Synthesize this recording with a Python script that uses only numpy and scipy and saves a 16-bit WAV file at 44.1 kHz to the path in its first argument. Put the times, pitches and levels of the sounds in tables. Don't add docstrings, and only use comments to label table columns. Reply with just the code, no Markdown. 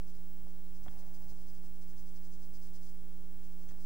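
import sys
import numpy as np
from scipy import signal
from scipy.fft import rfft, irfft
from scipy.io import wavfile

SR = 44100
rng = np.random.default_rng(int(sys.argv[2]) if len(sys.argv) > 2 else 0)


def voltage_ratio(level):
    return 10 ** (np.asarray(level, float) / 20)


def transcribe(signal):
    frames = np.atleast_2d(signal).T
    limited = np.clip(frames, -1, 1)
    pcm = np.round(limited * 32767).astype(np.int16)
    wavfile.write(sys.argv[1], SR, pcm)


N = 169785

# frequency_hz, level_db (per Hz)
NOISE_FLOOR = [(15, -87.5), (40, -69.5), (60, -74.5), (70, -77.5), (950, -102.5), (1080, -102.5),
               (3200, -105.5), (15000, -107.5)]
# harmonic_number, level_db (rms)
MAINS_HARMONICS = [(1, -64), (2, -76), (3, -52.7), (4, -85), (5, -61.5), (6, -75), (7, -74), (8, -83),
                   (9, -68.5), (11, -76.5), (13, -78), (15, -71.5), (17, -80), (19, -94), (21, -87),
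                   (23, -94), (27, -85), (31, -90), (33, -87), (39, -88), (45, -88), (55, -93), (57, -94)]
# pitch_hz, level_db (rms)
IDLE_TONES = [(86.13, -78), (480, -108), (600, -101), (8991, -102)]
# time_s (the swell peaks 1.2 ms later), level_db
IDLE_BLIPS = [
    (1.962, -60),
    (2.008, -59),
    (2.149, -59),
    (2.171, -59),
    (2.452, -60),
    (2.495, -59),
    (2.592, -60),
    (2.614, -59),
]
# start_s, level_db
HAND_BUMPS = [
    (.095, -48),
    (0.429, -38),
    (1.3, -42),
    (1.389, -39),
    (1.6, -55),
    (2.45, -55),
    (2.748, -65),
    (3.352, -47),
    (3.68, -59),
]
# start_s, level_db, t60_s, low_hz, high_hz
HAND_SHIFTS = [
    (.89, -61.5, 6, 500, 900),
    (.89, -67, 1.5, 1000, 2400),
    (3.55, -68, 6, 400, 1000),
]
# start_s, tick_db, thud_db, brightest_hz, rattle_ms
DESK_TAPS = [
    (.469, -55.5, -64, 616, 3.2),
    (0.8611, -52, -58, 1320, 2.6),
    (.8645, -48.5, -65, 804, 5.9),
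    (0.8824, -43.5, -36.5, 2070, .4),
    (1.321, -51.5, -58, 690, 7),
    (1.639, -56, -60, 700, 5.9),
    (1.935, -64, -62, 1620, 2),
    (3.691, -55, -62, 2600, 3),
    (3.708, -56, -64, 1500, 7),
    (3.72, -56, -66, 900, 2.4),
]
# pitch_hz, level_db, t60_s
DESK_MODES = [(430, -2, .022), (580, 0, .025), (720, 1, .025), (940, -2, .018), (1200, -3, .014),
              (1480, -2, .012), (1800, 1, .012), (2150, 0, .010), (2600, -4, .008), (3280, -1, .022),
              (4800, -5, .004)]
# pitch_hz, level_db, t60_s
THUD_MODES = [(65, -3, .08), (110, 0, .07), (230, -5, .025)]
# middle_s, length_s, level_db
STROKES = [(.022, .04, -72), (0.092, .06, -66), (0.16, .05, -67), (.499, .06, -71),
           (0.763, 0.063, -67), (.845, 0.042, -64), (0.92, 0.087, -67), (0.998, 0.068, -62),
           (1.074, 0.067, -68), (1.15, 0.063, -62.5), (1.228, 0.11, -67.5), (1.305, 0.063, -61),
           (1.402, 0.13, -66.5), (1.491, 0.064, -64), (1.562, 0.073, -67), (1.653, 0.061, -63.5),
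           (1.758, 0.034, -69), (1.828, 0.06, -64.5), (1.902, .06, -66.5), (1.995, 0.082, -64),
                 (2.085, 0.082, -65), (2.167, 0.059, -63), (2.255, 0.078, -65), (2.338, 0.067, -62.5),
                 (2.438, 0.11, -65), (2.556, 0.062, -61), (2.648, 0.12, -64), (2.758, 0.054, -61),
                 (2.841, 0.071, -63), (2.892, 0.061, -64.5), (3.452, 0.066, -67.5), (3.523, .07, -72),
                 (3.618, 0.096, -66.5), (3.703, 0.064, -64), (3.83, 0.12, -63.5)]
# pitch_hz, width_hz, level_db
PAPER_MODES = [(4950, 460, -2.5), (6100, 1000, 0), (8300, 1100, -5), (11500, 4000, -7), (4300, 850, -9)]
TRACK_OFFSET = [
    [.03249],
    [.04352],
]

MAINS_HZ = 60


def in_hz(points, hz):
    p = np.array(points)
    return np.interp(np.log(hz + 1), np.log(p[:, 0]), p[:, 1])


def rms_one(x):
    return x / np.sqrt(np.mean(x ** 2) + 1e-20)


def drift(rate_hz):
    r = np.exp(-80 * np.pi * rate_hz / SR)
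    slow = signal.lfilter([1], [1, -2 * r, r * r], rng.standard_normal(N // 40 + 2002))
    slow = rms_one(slow[2000:])
    return np.interp(np.arange(N) / 40, np.arange(len(slow)), slow)


def ring(x, hz, t60_s):
    r, w = voltage_ratio(-60 / (t60_s * SR)), 2 * np.pi * hz / SR
    return signal.lfilter([0, np.sin(w)], [1, -2 * r * np.cos(w), r * r], x)


def peak(x, hz, width_hz):
    r = np.exp(-np.pi * width_hz / SR)
    zeros = np.array([1, 0, -1]) * (1 - r * r) / 2
    return signal.lfilter(zeros, [1, -2 * r * np.cos(2 * np.pi * hz / SR), r * r], x)


def peak_twice(x, hz, width_hz):
    return peak(peak(x, hz, width_hz), hz, width_hz)


def room_and_tape_noise():
    hz = np.arange(N // 2 + 1) * SR / N
    shaped = rfft(rng.standard_normal(N)) * voltage_ratio(in_hz(NOISE_FLOOR, hz)) * np.sqrt(SR / 2)
    low = 1 / (1 + (hz / 80) ** 4)
    rumble = irfft(shaped * low, N) * voltage_ratio(1.5 * drift(3.7))
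    hiss = irfft(shaped * (1 - low), N) * voltage_ratio(0.25 * drift(9))
    return rumble + hiss


def mains_buzz():
    spike_s, smear_rad = .0041, .02
    t = np.arange(N) / SR - spike_s
    out = np.zeros(N)
    for k, db in MAINS_HARMONICS:
        phase = 2 * np.pi * MAINS_HZ * k * t + smear_rad * (k - 5) ** 2
        out += np.sqrt(2) * voltage_ratio(db) * np.cos(phase)
    return out


def line_whine():
    line_hz, flutter_hz, flutter_rate_hz = 15725, 10, 8
    level_db, sideband_db, lump_db, skirt_db = -68, -.5, 2.5, -5
    line_phase = 2 * np.pi * np.cumsum(line_hz + flutter_hz * drift(flutter_rate_hz)) / SR
    side_phase = line_phase - 2 * np.pi * np.cumsum(MAINS_HZ + 6 * drift(10)) / SR
    line = voltage_ratio(lump_db * drift(14)) * np.sin(line_phase)
    side = voltage_ratio(sideband_db + lump_db * drift(5.3)) * np.sin(side_phase)
    skirt = rms_one(peak_twice(rng.standard_normal(N), line_hz - 70, 200))
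    return voltage_ratio(level_db) * (np.sqrt(2) * (line + side) + voltage_ratio(skirt_db) * skirt)


def idle_track():
    hiss_db, hiss_low_hz = -80.5, 480
    line_hz, line_db = 15734, -90
    blip_hz, glide_hz_per_s, rise_s, fall_s, lag_s = 150, 3000, .007, .0025, .0012
    t = np.arange(N) / SR
    high_pass = signal.butter(4, hiss_low_hz, "high", fs=SR, output="sos")
    out = voltage_ratio(hiss_db) * signal.sosfilt(high_pass, rng.standard_normal(N))
    for hz, db in IDLE_TONES + [(line_hz, line_db)]:
        out += np.sqrt(2) * voltage_ratio(db) * np.sin(2 * np.pi * hz * t)
    for k, (s, db) in enumerate(IDLE_BLIPS):
        age = t - (s + lag_s)
        swell = np.exp(-.5 * (age / np.where(age < 0, rise_s, fall_s)) ** 2)
        hz = blip_hz + glide_hz_per_s * np.clip(age, -.02, .02)
        out += (-1) ** k * voltage_ratio(db) * swell * np.cos(2 * np.pi * hz * age)
    return out


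def hand_bumps():
    clicks = np.full(N, 1e-18)
    s, db = np.transpose(HAND_BUMPS)
    clicks[(s * SR).astype(int)] = voltage_ratio(db)
    soft = np.hanning(300)
    pushes = signal.lfilter(soft / soft.sum(), [1], clicks)
    return ring(pushes, hz=47.4, t60_s=0.1)


def hand_shifts():
    hold_s, onset_s = .4, .02
    t, out = np.arange(N) / SR, np.zeros(N)
    for s, db, t60_s, low_hz, high_hz in HAND_SHIFTS:
        band = signal.butter(2, [low_hz, high_hz], "band", fs=SR, output="sos")
        noise = rms_one(signal.sosfilt(band, rng.standard_normal(N)))
        age = np.maximum(t - s, 0)
        fade_db = -60 * age / t60_s - 40 * np.maximum(age - hold_s, 0)
        out += voltage_ratio(db + fade_db + drift(15)) * (1 - np.exp(-age / onset_s)) * noise
    return out


def desk_taps():
    contact_s, thud_lag_s, slope_db_per_oct2 = .00003, .0012, 6
    out, t = np.zeros(N + SR), np.arange(SR // 4) / SR
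    mode_luck_db = rng.normal(0, 1, (len(DESK_TAPS), len(DESK_MODES)))
    rattle_noise = rng.standard_normal((len(DESK_TAPS), len(t)))
    touch = t * np.exp(-t / contact_s)
    touch = touch / touch.sum()
    late_touch = np.roll(touch, int(thud_lag_s * SR))
    thud = -sum(voltage_ratio(db) * ring(late_touch, hz, t60_s) for hz, db, t60_s in THUD_MODES)
    for tap, luck_db, noise in zip(DESK_TAPS, mode_luck_db, rattle_noise):
        s, tick_db, thud_db, brightest_hz, rattle_ms = tap
        rattle = .25 * noise * (np.abs(noise) > 2) * np.exp(-t / (rattle_ms / 1000))
        rattle[0] = 1
        contacts = signal.lfilter(touch[:200], [1], rattle)
        push = signal.lfilter(*signal.butter(2, 1.7 * brightest_hz, fs=SR), contacts)
        tick = np.zeros(len(t))
        for (hz, db, t60_s), own_db in zip(DESK_MODES, luck_db):
            off_pitch_db = slope_db_per_oct2 * np.log2(hz / brightest_hz) ** 2
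            tick += voltage_ratio(db + own_db - off_pitch_db) * ring(push, hz, t60_s)
        i = int(s * SR)
        out[i:i + len(t)] += voltage_ratio(tick_db) * tick + voltage_ratio(thud_db) * thud
    return out[:N]


def pastel_strokes():
    grains_per_s, grain_spread_db, judder_db, edge_share = 12000, 1.8, 1.5, 0.99
    t, push = np.arange(N) / SR, np.zeros(N)
    for middle_s, length_s, db in STROKES:
        nearness = 1 - 2 * np.abs(t - middle_s) / (1.35 * length_s)
        rise = np.clip(nearness / edge_share, 0, 1)
        push += voltage_ratio(db) * np.sin(np.pi / 2 * rise) ** 2
    catches = rng.random(N) < grains_per_s / SR
    grains = catches * voltage_ratio(grain_spread_db * rng.exponential(1, N)) * rng.choice([-1, 1], N)
    rub = np.zeros(N)
    for k, (hz, width_hz, db) in enumerate(PAPER_MODES):
        own_grains = np.roll(grains, 999 * k)
        mode = rms_one(peak_twice(own_grains, hz, 1.77 * width_hz))
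        rub += voltage_ratio(db + judder_db * drift(29)) * mode
    return push * rms_one(rub)


def scene():
    background = room_and_tape_noise() + mains_buzz() + line_whine()
    hand = hand_bumps() + hand_shifts()
    left = background + hand + desk_taps() + pastel_strokes()
    return np.array([left, idle_track()])


def band_limit(x):
    return signal.sosfilt(signal.butter(12, 16160, fs=SR, output="sos"), x)


def record(dry):
    top_cut = signal.ellip(12, .5, 70, 15790, fs=SR, output="sos")
    mix = signal.sosfilt(top_cut, dry) + np.array(TRACK_OFFSET)
    return band_limit(mix)


dry = scene()
out = record(dry)
transcribe(out)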